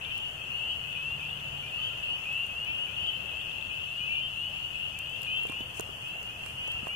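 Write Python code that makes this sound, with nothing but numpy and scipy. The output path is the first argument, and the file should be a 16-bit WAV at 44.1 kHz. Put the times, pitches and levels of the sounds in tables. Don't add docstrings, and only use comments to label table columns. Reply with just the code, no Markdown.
import sys
import numpy as np
from scipy import signal
from scipy.io import wavfile
from scipy.ndimage import uniform_filter1d

SR = 44100
rng = np.random.default_rng(int(sys.argv[2]) if len(sys.argv) > 2 else 0)


def store_wav(level_fs):
    pcm = np.round(np.clip(np.atleast_2d(level_fs), -1, 1) * 32767)
    wavfile.write(sys.argv[1], SR, pcm.T.astype(np.int16))


def natural_amplitude(level_db):
    exponent = np.asarray(level_db, float) / 20
    return 10 ** exponent


N = 306495

# (frequency [Hz], density [dB])
AIR_COLOUR = [(120, 9), (250, -4.5), (700, 1.5), (1300, 1), (2200, -5), (3700, -18.5), (4300, -12.5),
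              (5200, -16.5), (6700, -13), (8500, -16), (10200, -17.5), (11500, -14), (13000, -19),
              (15300, -17)]
# (time [s], level [dB])
WASH_LEVEL = [
    (0.0, -51.5),
    (3.25, -51.5),
    (4.14, -54),
    (6.37, -52),
    (6.95, -52),
]
# (frequency [Hz], left-right likeness [-1 to 1])
STEREO_LIKENESS = [(60, 0.98), (150, 0.89), (380, 0.57), (620, 0.61), (1100, -0.46), (2380, 0.037),
                   (5980, -0.031), (15000, -0.013)]
# (frequency [Hz], left minus right [dB])
STEREO_LEAN = [(60, 0.5), (150, 0), (380, -0.5), (950, 2), (2380, 3.5), (5980, 9), (15000, 4)]
# (time [s], note [Hz], level [dB])
ENGINE = [
    (0.0, 136, -66),
    (.6, 140, -60),
    (1.12, 148, -49),
    (1.6, 140.4, -47),
    (2.24, 129, -66.5),
    (3.89, 140, -56),
    (6.2, 127, -60.5),
    (6.85, 128, -51),
    (6.95, 126, -76),
]
# (frequency [Hz], density [dB])
ROAR_COLOUR = [(18, -30), (30, -30), (44, -38), (66, 13.5), (107, 5.5), (141, 3.5), (153, -9), (172, 2),
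               (260, -6.5), (340, -7.5), (570, -120)]
# (start [s], end [s], pitch [Hz], level [dB])
MACHINE_WHINE = (5.05, 5.75, 510, -66.5)
# (time [s], peak [dB], ring [Hz], left minus right [dB])
NAIL_CLICKS = [(0.179, -35, 8700, -3), (0.9254, -40, 11800, 11), (2.3281, -42, 8600, -7),
               (2.3764, -41, 8550, 1), (2.4644, -37.5, 8240, 1), (2.6477, -38, 6780, 6),
               (4.989, -38.5, 8600, -23.5), (5.0962, -41, 8280, -0.5), (5.218, -38, 8900, -11),
               (5.232, -40.5, 7860, -23), (5.362, -39.5, 6190, 3), (5.434, -36.5, 8900, -3),
               (5.469, -38, 8140, -6), (5.4879, -39, 7110, 0), (5.4984, -39, 9060, -10),
               (5.5212, -37, 8100, 2.5), (5.6045, -40, 6820, 17), (5.744, -47, 6960, -4),
               (5.7961, -24.5, 6960, 22), (5.808, -31.5, 8800, -14.5), (6.085, -40, 11200, -1),
               (6.229, -40, 6300, -7), (6.4613, -33, 7960, 1), (6.677, -33.5, 6580, 11),
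               (6.718, -38, 7940, -16), (6.7366, -42, 6700, -3), (6.88, -43, 7350, -11.5)]
# (time [s], peak [dB], ring [Hz], left minus right [dB])
CASE_KNOCKS = [
    (5.452, -35.5, 470, -5.5),
    (5.497, -38, 305, -11.5),
    (5.522, -39, 1290, -8),
    (5.607, -43, 265, -19),
    (5.797, -30.5, 437, -11),
    (5.89, -40.5, 408, 9),
    (6.462, -38, 1530, 13.5),
    (6.679, -40, 556, 11.5),
    (6.83, -40.5, 226, -2),
    (6.87, -33.5, 716, -14.5),
]
# (middle [s], length [s], level [dB])
SKIN_STROKES = [
    (5.258, .1, -57),
    (5.774, 0.079, -47),
    (5.86, .14, -59),
    (6.057, 0.2, -58),
    (6.486, 0.18, -56),
    (6.66, 0.56, -62),
    (6.88, 0.14, -58),
]
# (time [s], peak [dB])
SINGLE_TICKS = [(.0488, -36), (.1067, -42), (.2314, -46), (.7512, -51), (2.0004, -49), (2.9572, -44),
                (3.0255, -45), (3.0644, -38), (3.6686, -45), (4.1924, -46), (4.7326, -49), (4.8968, -46)]
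# (first tick [s], last tick [s], ticks [count], peak [dB], slowing [share of the run,
# negative quickens])
TICK_RUNS = [
    (.9178, 1.3987, 6, -40, .01),
    (1.5743, 1.8292, 3, -40.5, .08),
    (2.0517, 2.4359, 4, -46.5, -.12),
    (3.1208, 3.6112, 6, -39, 0),
    (3.7978, 4.1555, 5, -40.5, 0),
    (5.0604, 5.609, 6, -38, .11),
]
# (time [s], peak [dB], pitch [Hz])
LOW_CLUCKS = [
    (1.6217, -53, 1430),
    (1.782, -47.5, 1230),
    (1.909, -49, 1374),
    (2.0647, -59, 1383),
    (2.231, -54, 1276),
    (5.51, -50, 1064),
    (6.75, -52, 1334),
    (6.82, -51, 1315),
    (6.9, -51, 1350),
]
# (time [s], level [dB])
CHORUS_LEVEL = [(0.0, -29.5), (.07, -38.5), (.4, -39.5), (1.57, -39), (1.95, -36.5), (2.4, -39),
                (3.12, -39), (4.08, -38.5), (4.68, -39), (5.46, -38.5), (5.7, -41), (6.95, -40)]
# (middle pitch [Hz], level [dB])
CROWD_VOICES = [(2400, -30), (2520, -12), (2650, -2.5), (2800, 0), (2950, -2.5), (3100, -11), (3200, -18)]
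# (ring [Hz], level [dB])
FAR_TICKERS = [(2860, -7), (3000, -5), (3090, -3), (3170, -2), (3260, -3), (3340, -5), (3420, -10),
               (3500, -14)]
# (start [Hz], end [Hz], length [s], lag at the left microphone [samples], upper partial [dB])
NEAR_VOICES = [(2420, 2865, .24, 15, -42), (2760, 3220, .185, 10, -36), (2570, 3030, .225, 8, -39),
               (2465, 2980, .2, 15, -38), (2640, 3070, .165, 8, -33), (2585, 3015, .185, 16, -38),
               (2720, 2985, .14, 17, -35), (2345, 2490, .08, 14, -39), (2650, 3150, .18, 15, -38),
               (2465, 2940, .2, 8, -40), (2710, 2990, .12, 10, -34), (2735, 3140, .15, 2, -40)]
# (time [s], level [dB])
NEAR_CALLS = [
    [(.942, -35), (2.24, -34), (3.99, -33.5), (5.255, -33.5), (6.59, -37)],
    [(.575, -38), (1.725, -35.5), (2.945, -34.5), (4.118, -37), (5.22, -37), (6.56, -37.5)],
    [(.1, -36), (1.428, -41), (2.659, -33.5), (3.856, -37.5)],
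    [(1.18, -40), (2.485, -36.5), (3.69, -38.5)],
    [(.682, -44), (2.02, -33), (4.35, -36), (4.97, -43.5), (5.49, -39)],
    [(.586, -36.5), (2.251, -39), (4.714, -38), (6.143, -47)],
    [(1.813, -46.5), (4.555, -37), (6.001, -40), (6.186, -43)],
    [(.045, -48), (1.2, -48.5), (1.625, -44), (2.66, -51), (2.868, -48), (4.085, -46), (4.145, -47),
     (4.95, -53), (5.478, -48), (6.455, -51), (6.89, -42)],
    [(3.012, -38), (3.276, -45)],
    [(4.915, -41)],
    [(.495, -35.5), (2.06, -47)],
    [(6.867, -36.5)],
]
# (time [s], length [s], start [Hz], level [dB], left lag [samples])
HIDDEN_CALLS = [(.01, .14, 2850, -46, 20), (.065, .08, 2670, -46, 19), (.289, .08, 2750, -47, 25),
                (.38, .11, 2510, -47, 17), (.514, .08, 2620, -44, 14), (.79, .06, 2960, -47, 17),
                (.828, .22, 2550, -43, 26), (.843, .22, 2680, -45, 17), (1.207, .18, 2480, -46, 23),
                (1.71, .12, 2520, -43, 14), (1.881, .11, 2690, -45, 14), (2.0, .09, 2540, -46, 13),
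                (2.03, .18, 2560, -47, 15), (2.305, .11, 2870, -47, 13), (2.38, .11, 2560, -46, 15),
                (2.739, .14, 2630, -46, 12), (2.744, .08, 2500, -49, 14), (3.053, .14, 2650, -45, 25),
                (3.278, .08, 2880, -47, 24), (3.288, .18, 3000, -53, 23), (3.3, .2, 2490, -41, 16),
                (3.39, .2, 2450, -45, 20)]
# (time [s], length [s], start [Hz], level [dB], left lag [samples])
LATE_HIDDEN_CALLS = [(3.472, .08, 2720, -45, 23), (3.761, .18, 2540, -46, 21), (4.081, .08, 2810, -45, 24),
                     (4.161, .22, 2620, -44, 14), (4.435, .18, 2630, -45, 22), (4.46, .08, 2820, -44, 15),
                     (4.739, .18, 2570, -44, 23), (5.059, .11, 2960, -46, 23), (5.258, .14, 2700, -45, 20),
                     (5.515, .17, 2520, -41.5, 21), (5.652, .08, 2880, -47, 23),
                     (5.677, .18, 2520, -48, 21), (5.767, .08, 2480, -51, 23), (5.877, .08, 2670, -47, 23),
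                     (6.03, .16, 2470, -44, 18), (6.161, .08, 2760, -43, 23), (6.28, .17, 2420, -50, 18),
                     (6.371, .08, 2790, -50, 22), (6.455, .08, 2810, -49, 11), (6.725, .11, 2490, -51, 21),
                     (6.775, .11, 2470, -51, 20)]
# (time [s], left minus right for the pond [dB], added left lag [samples])
HAND_TURN = [
    (0.0, 6.0, 0),
    (2.59, 4.5, -1),
    (2.77, 7.5, -1),
    (3.15, 7.3, -1),
    (3.28, 7.2, 7),
    (5.6, 5.8, 7),
    (5.96, 5.5, 5),
    (6.23, .3, 8),
    (6.55, 2.0, 11),
    (6.95, 4.0, 15),
]
# (frequency [Hz], margin [dB])
FAINT_MARGIN = [(1900, -12), (2250, -6), (2500, -40), (3300, -40), (3650, -1.5), (5300, -2.2), (6200, -6),
                (10200, -3.5), (11500, -5), (13000, -3), (14900, -3), (15500, 0)]


def evened(x):
    return x / np.sqrt(np.mean(x ** 2) + 1e-20)


def read(points, hz):
    f, value = np.transpose(points)
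    return np.interp(np.log(hz + 1), np.log(f + 1), value)


def follow(rows):
    s, *columns = np.transpose(rows)
    return [np.interp(np.arange(N) / SR, s, column) for column in columns]


def add(mix, s, sound, pan_db, lag=0):
    for side, (sign, late) in enumerate(((1.0, lag), (-0.97, 0))):
        start = max(round(s * SR) + round(late), 0)
        part = mix[side, start:][:len(sound)]
        part += natural_amplitude(sign * pan_db / 2) * sound[:len(part)]


def noise(shape_db, patch_db):
    hz = np.fft.rfftfreq(2048, 1 / SR)
    a, b, c, d, patch = rng.standard_normal((N // 512 + 5, 1025, 5)).T
    patch = uniform_filter1d(patch, size=20, axis=0)
    patch = evened(uniform_filter1d(patch, size=6, axis=1))
    same = np.clip(read(STEREO_LIKENESS, hz), -1, 1)[:, None]
    lean = natural_amplitude(read(STEREO_LEAN, hz) / 2)[:, None]
    shared, own = a + 1j * b, c + 1j * d
    z = np.array([shared * lean, (same * shared + np.sqrt(1 - same ** 2) * own) / lean])
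    z *= natural_amplitude(shape_db(hz)[:, None] + patch_db * patch)
    return evened(signal.istft(z, nperseg=2048, noverlap=1536)[1][:, :N])


def woods(x, t60):
    taps = rng.choice([-1., 1.], (2, 16000)) * (rng.random((2, 16000)) < .05)
    taps *= natural_amplitude(-60 * np.arange(16000) / SR / t60)
    return signal.oaconvolve(x, taps / np.linalg.norm(taps[0]), axes=1)[:, :N]


def ring(hz, t60, rise):
    t = np.arange(0, t60, 1 / SR)
    y = np.sin(2 * np.pi * hz * t) * natural_amplitude(-60 * t / t60) * (1 - np.exp(-t / rise))
    return y / abs(y).max()


def peep(length, start_hz, end_hz, wobble, upper_db):
    u = np.arange(0, length, 1 / SR) / length
    hz = start_hz + (end_hz - start_hz) * (1.3 * u - .3 * u ** 2 - .1 * u ** 6)
    phase = 2 * np.pi * np.cumsum(hz) / SR
    flutter = np.interp(u, np.linspace(0, 1, len(wobble)), wobble)
    growth = 3.2 if length > .23 else 0.3
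    swell = (0.84 + growth * u) * np.clip(np.minimum(u / 0.098, (1 - u) / 0.22), 0, 1)
    upper = natural_amplitude(upper_db + 2.0 * flutter[::-1]) * np.sin(phase * 3 / 2)
    return evened(swell * natural_amplitude(1.5 * flutter)) * np.sqrt(2) * (np.sin(phase) + upper)


def air():
    hiss_db = -63
    wash_db = follow(WASH_LEVEL)[0]
    wash = noise(lambda f: read(AIR_COLOUR, f) - 60 * (f > 3000) - 60 * (f < 90), .8)
    hiss = noise(lambda f: read(AIR_COLOUR, f) - 60 * (f <= 3000) - 40 * (f > 15600), 1.5)
    return natural_amplitude(wash_db + 3.0) * wash + natural_amplitude(hiss_db + 5.0) * hiss


def traffic():
    roar_db, roar_share = -53.5, 0.098
    hz, note_db = follow(ENGINE)
    note = np.sqrt(2) * natural_amplitude(note_db - 4.0) * np.sin(2 * np.pi * np.cumsum(hz) / SR)
    roar = noise(lambda f: read(ROAR_COLOUR, f), 0.94)
    return natural_amplitude(roar_db + roar_share * (note_db - note_db.mean())) * roar + note


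def whine():
    start, end, hz, db = MACHINE_WHINE
    t = np.arange(N) / SR
    fade = np.clip(np.minimum(t - start, end - t) / 0.046, 0, 1)
    pulse_db = 2.5 * np.cos(2 * np.pi * (t - start - .05) / .55)
    return np.sqrt(2) * natural_amplitude(db + pulse_db) * fade * np.sin(2 * np.pi * hz * t)


def nail_clicks():
    out, t = np.zeros((2, N)), np.arange(220) / SR
    grit = signal.lfilter([1, 0, -1], 1, rng.standard_normal((2, len(NAIL_CLICKS), 220))) / 3
    burst = (t / 0.00069) ** 2 * np.exp(2 - 2 * t / 0.00053)
    for (s, db, hz, pan_db), first, second in zip(NAIL_CLICKS, *grit):
        ringing = 0.71 * np.sin(2 * np.pi * hz * t)
        add(out, s, natural_amplitude(db) * burst * (first + ringing), pan_db - 5.5, lag=8.6)
        add(out, s + 0.00056, natural_amplitude(db - 8.0) * burst * second, pan_db - 28.0, lag=-17.5)
    return out


def case_knocks():
    out = np.zeros((2, N))
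    # (ratio to the ring, level [dB], decay to -60 dB [s])
    modes = ((.6, -23, 0.034), (1, 2, 0.023), (1.45, 1, 0.014),
             (2.2, -3.5, 0.011), (2.75, -12, 0.0073), (3.3, -14.5, 0.042))
    for s, db, hz, pan_db in CASE_KNOCKS:
        for ratio, mode_db, t60 in modes:
            mode = ring(ratio * hz, t60 * min(1, 500 / hz) ** 2.1, 0.3 / hz)
            add(out, s, -natural_amplitude(db + mode_db) * mode, pan_db, lag=35.5)
    return out


def skin_rub():
    t, strokes = np.arange(N) / SR, np.zeros(N)
    for s, length, db in SKIN_STROKES:
        strokes += natural_amplitude(db) * np.clip(1 - abs(t - s) / length * 2, 0, 1)
    rub = noise(lambda f: -18 * abs(np.log2(f / 8200 + 1e-9)), 3.0)
    return strokes * natural_amplitude(np.array([[-5], [1.5]])) * rub


def other_frogs():
    out, ticks = np.zeros((2, N)), list(SINGLE_TICKS)
    for first, last, count, db, slowing in TICK_RUNS:
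        u = np.arange(count) / (count - 1)
        times = first + (last - first) * (u + slowing * (u * u - u))
        ticks += zip(times, db - 8 * abs(u - 0.9))
    for s, db in ticks:
        throat = ring(3390, .016, .0016) + .7 * ring(3190, .016, .0016)
        add(out, s, natural_amplitude(db - 1.0) * throat, 11.5, lag=15)
    for s, db, hz in LOW_CLUCKS:
        add(out, s, natural_amplitude(db) * ring(hz, 0.085, 0.0087), 3.0, lag=4.03)
    return out + natural_amplitude(-9) * woods(out, .3)


def far_tickers():
    beats = rng.random((len(FAR_TICKERS), N)) < 70 / SR
    beats = beats * natural_amplitude(5.0 * rng.standard_normal(N))
    rattle = np.zeros(N)
    for beat, (hz, db) in zip(beats, FAR_TICKERS):
        rattle += signal.oaconvolve(beat, natural_amplitude(db) * ring(hz, .011, .0012))[:N]
    return evened(np.array([rattle, .7 * np.roll(rattle, -19)]))


def far_frogs(count=680):
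    out = np.zeros((2, N))
    draw, chance = rng.random((count, 4)), rng.standard_normal((count, 12))
    for k, ((when, pitch, size, climb), c) in enumerate(zip(draw, chance)):
        hz, length = 2400 + 800 * pitch, .1 + .09 * size
        half_climb = length * (800 + 500 * climb)
        whistle = peep(length, hz - half_climb, hz + half_climb, c[3:], -31.5)
        level = natural_amplitude(read(CROWD_VOICES, hz) + 0.43 * c[0])
        s = (k + 8 * when) / count * N / SR - .15
        add(out, s, level * whistle, 3.0 * c[1], lag=20 + 8 * c[2])
    mass = evened(out) + natural_amplitude(-11.5) * far_tickers()
    heard = evened(mass + natural_amplitude(6.5) * woods(mass, .6))
    return natural_amplitude(follow(CHORUS_LEVEL)[0] - 1.04) * heard


def near_frogs():
    climb = 2100
    turn_lag = follow(HAND_TURN)[1]
    rows = []
    for (start_hz, end_hz, length, lag, upper_db), calls in zip(NEAR_VOICES, NEAR_CALLS):
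        for s, db in calls:
            rows.append((s, length, start_hz, end_hz, db, lag + turn_lag[round(s * SR)], upper_db))
    for s, length, hz, db, lag in list(HIDDEN_CALLS) + list(LATE_HIDDEN_CALLS):
        rows.append((s, length, hz, hz + climb * length, db, lag, -41))
    out, chance = np.zeros((2, N)), rng.standard_normal((len(rows), 14))
    for (s, length, start_hz, end_hz, db, lag, upper_db), c in zip(rows, chance):
        whistle = peep(length, start_hz, end_hz, c[1:], upper_db + 1.5 * c[0])
        add(out, s, natural_amplitude(db - 1.2) * whistle, 0, lag)
    return out + natural_amplitude(-10) * woods(out, .5)


def scene():
    background = air() + traffic() + whine()
    handling = nail_clicks() + case_knocks() + skin_rub()
    turn_db = follow(HAND_TURN)[0] - .6
    pond = (far_frogs() + near_frogs()) * natural_amplitude(np.array([turn_db, -turn_db]) / 2)
    return background + handling + other_frogs() + pond


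def top_cut(x):
    return signal.sosfilt(signal.butter(12, 16830, fs=SR, output="sos"), x)


def record(dry):
    hz, _, z = signal.stft(dry, SR, nperseg=1024)
    power = uniform_filter1d((abs(z) ** 2).mean(0), size=7, axis=0)
    band_db = 10 * np.log10(uniform_filter1d(power, size=3, axis=1) + 1e-20)
    usual_db = np.median(band_db, axis=1, keepdims=True)
    kept = band_db > usual_db + read(FAINT_MARGIN, hz)[:, None]
    z = z * np.maximum(kept, .003) * ((hz > 40) & (hz < 15830))[:, None]
    mix = signal.istft(z, SR, nperseg=1024)[1][:, :N] - .0005
    return top_cut(mix)


dry = scene()
out = record(dry)
store_wav(out)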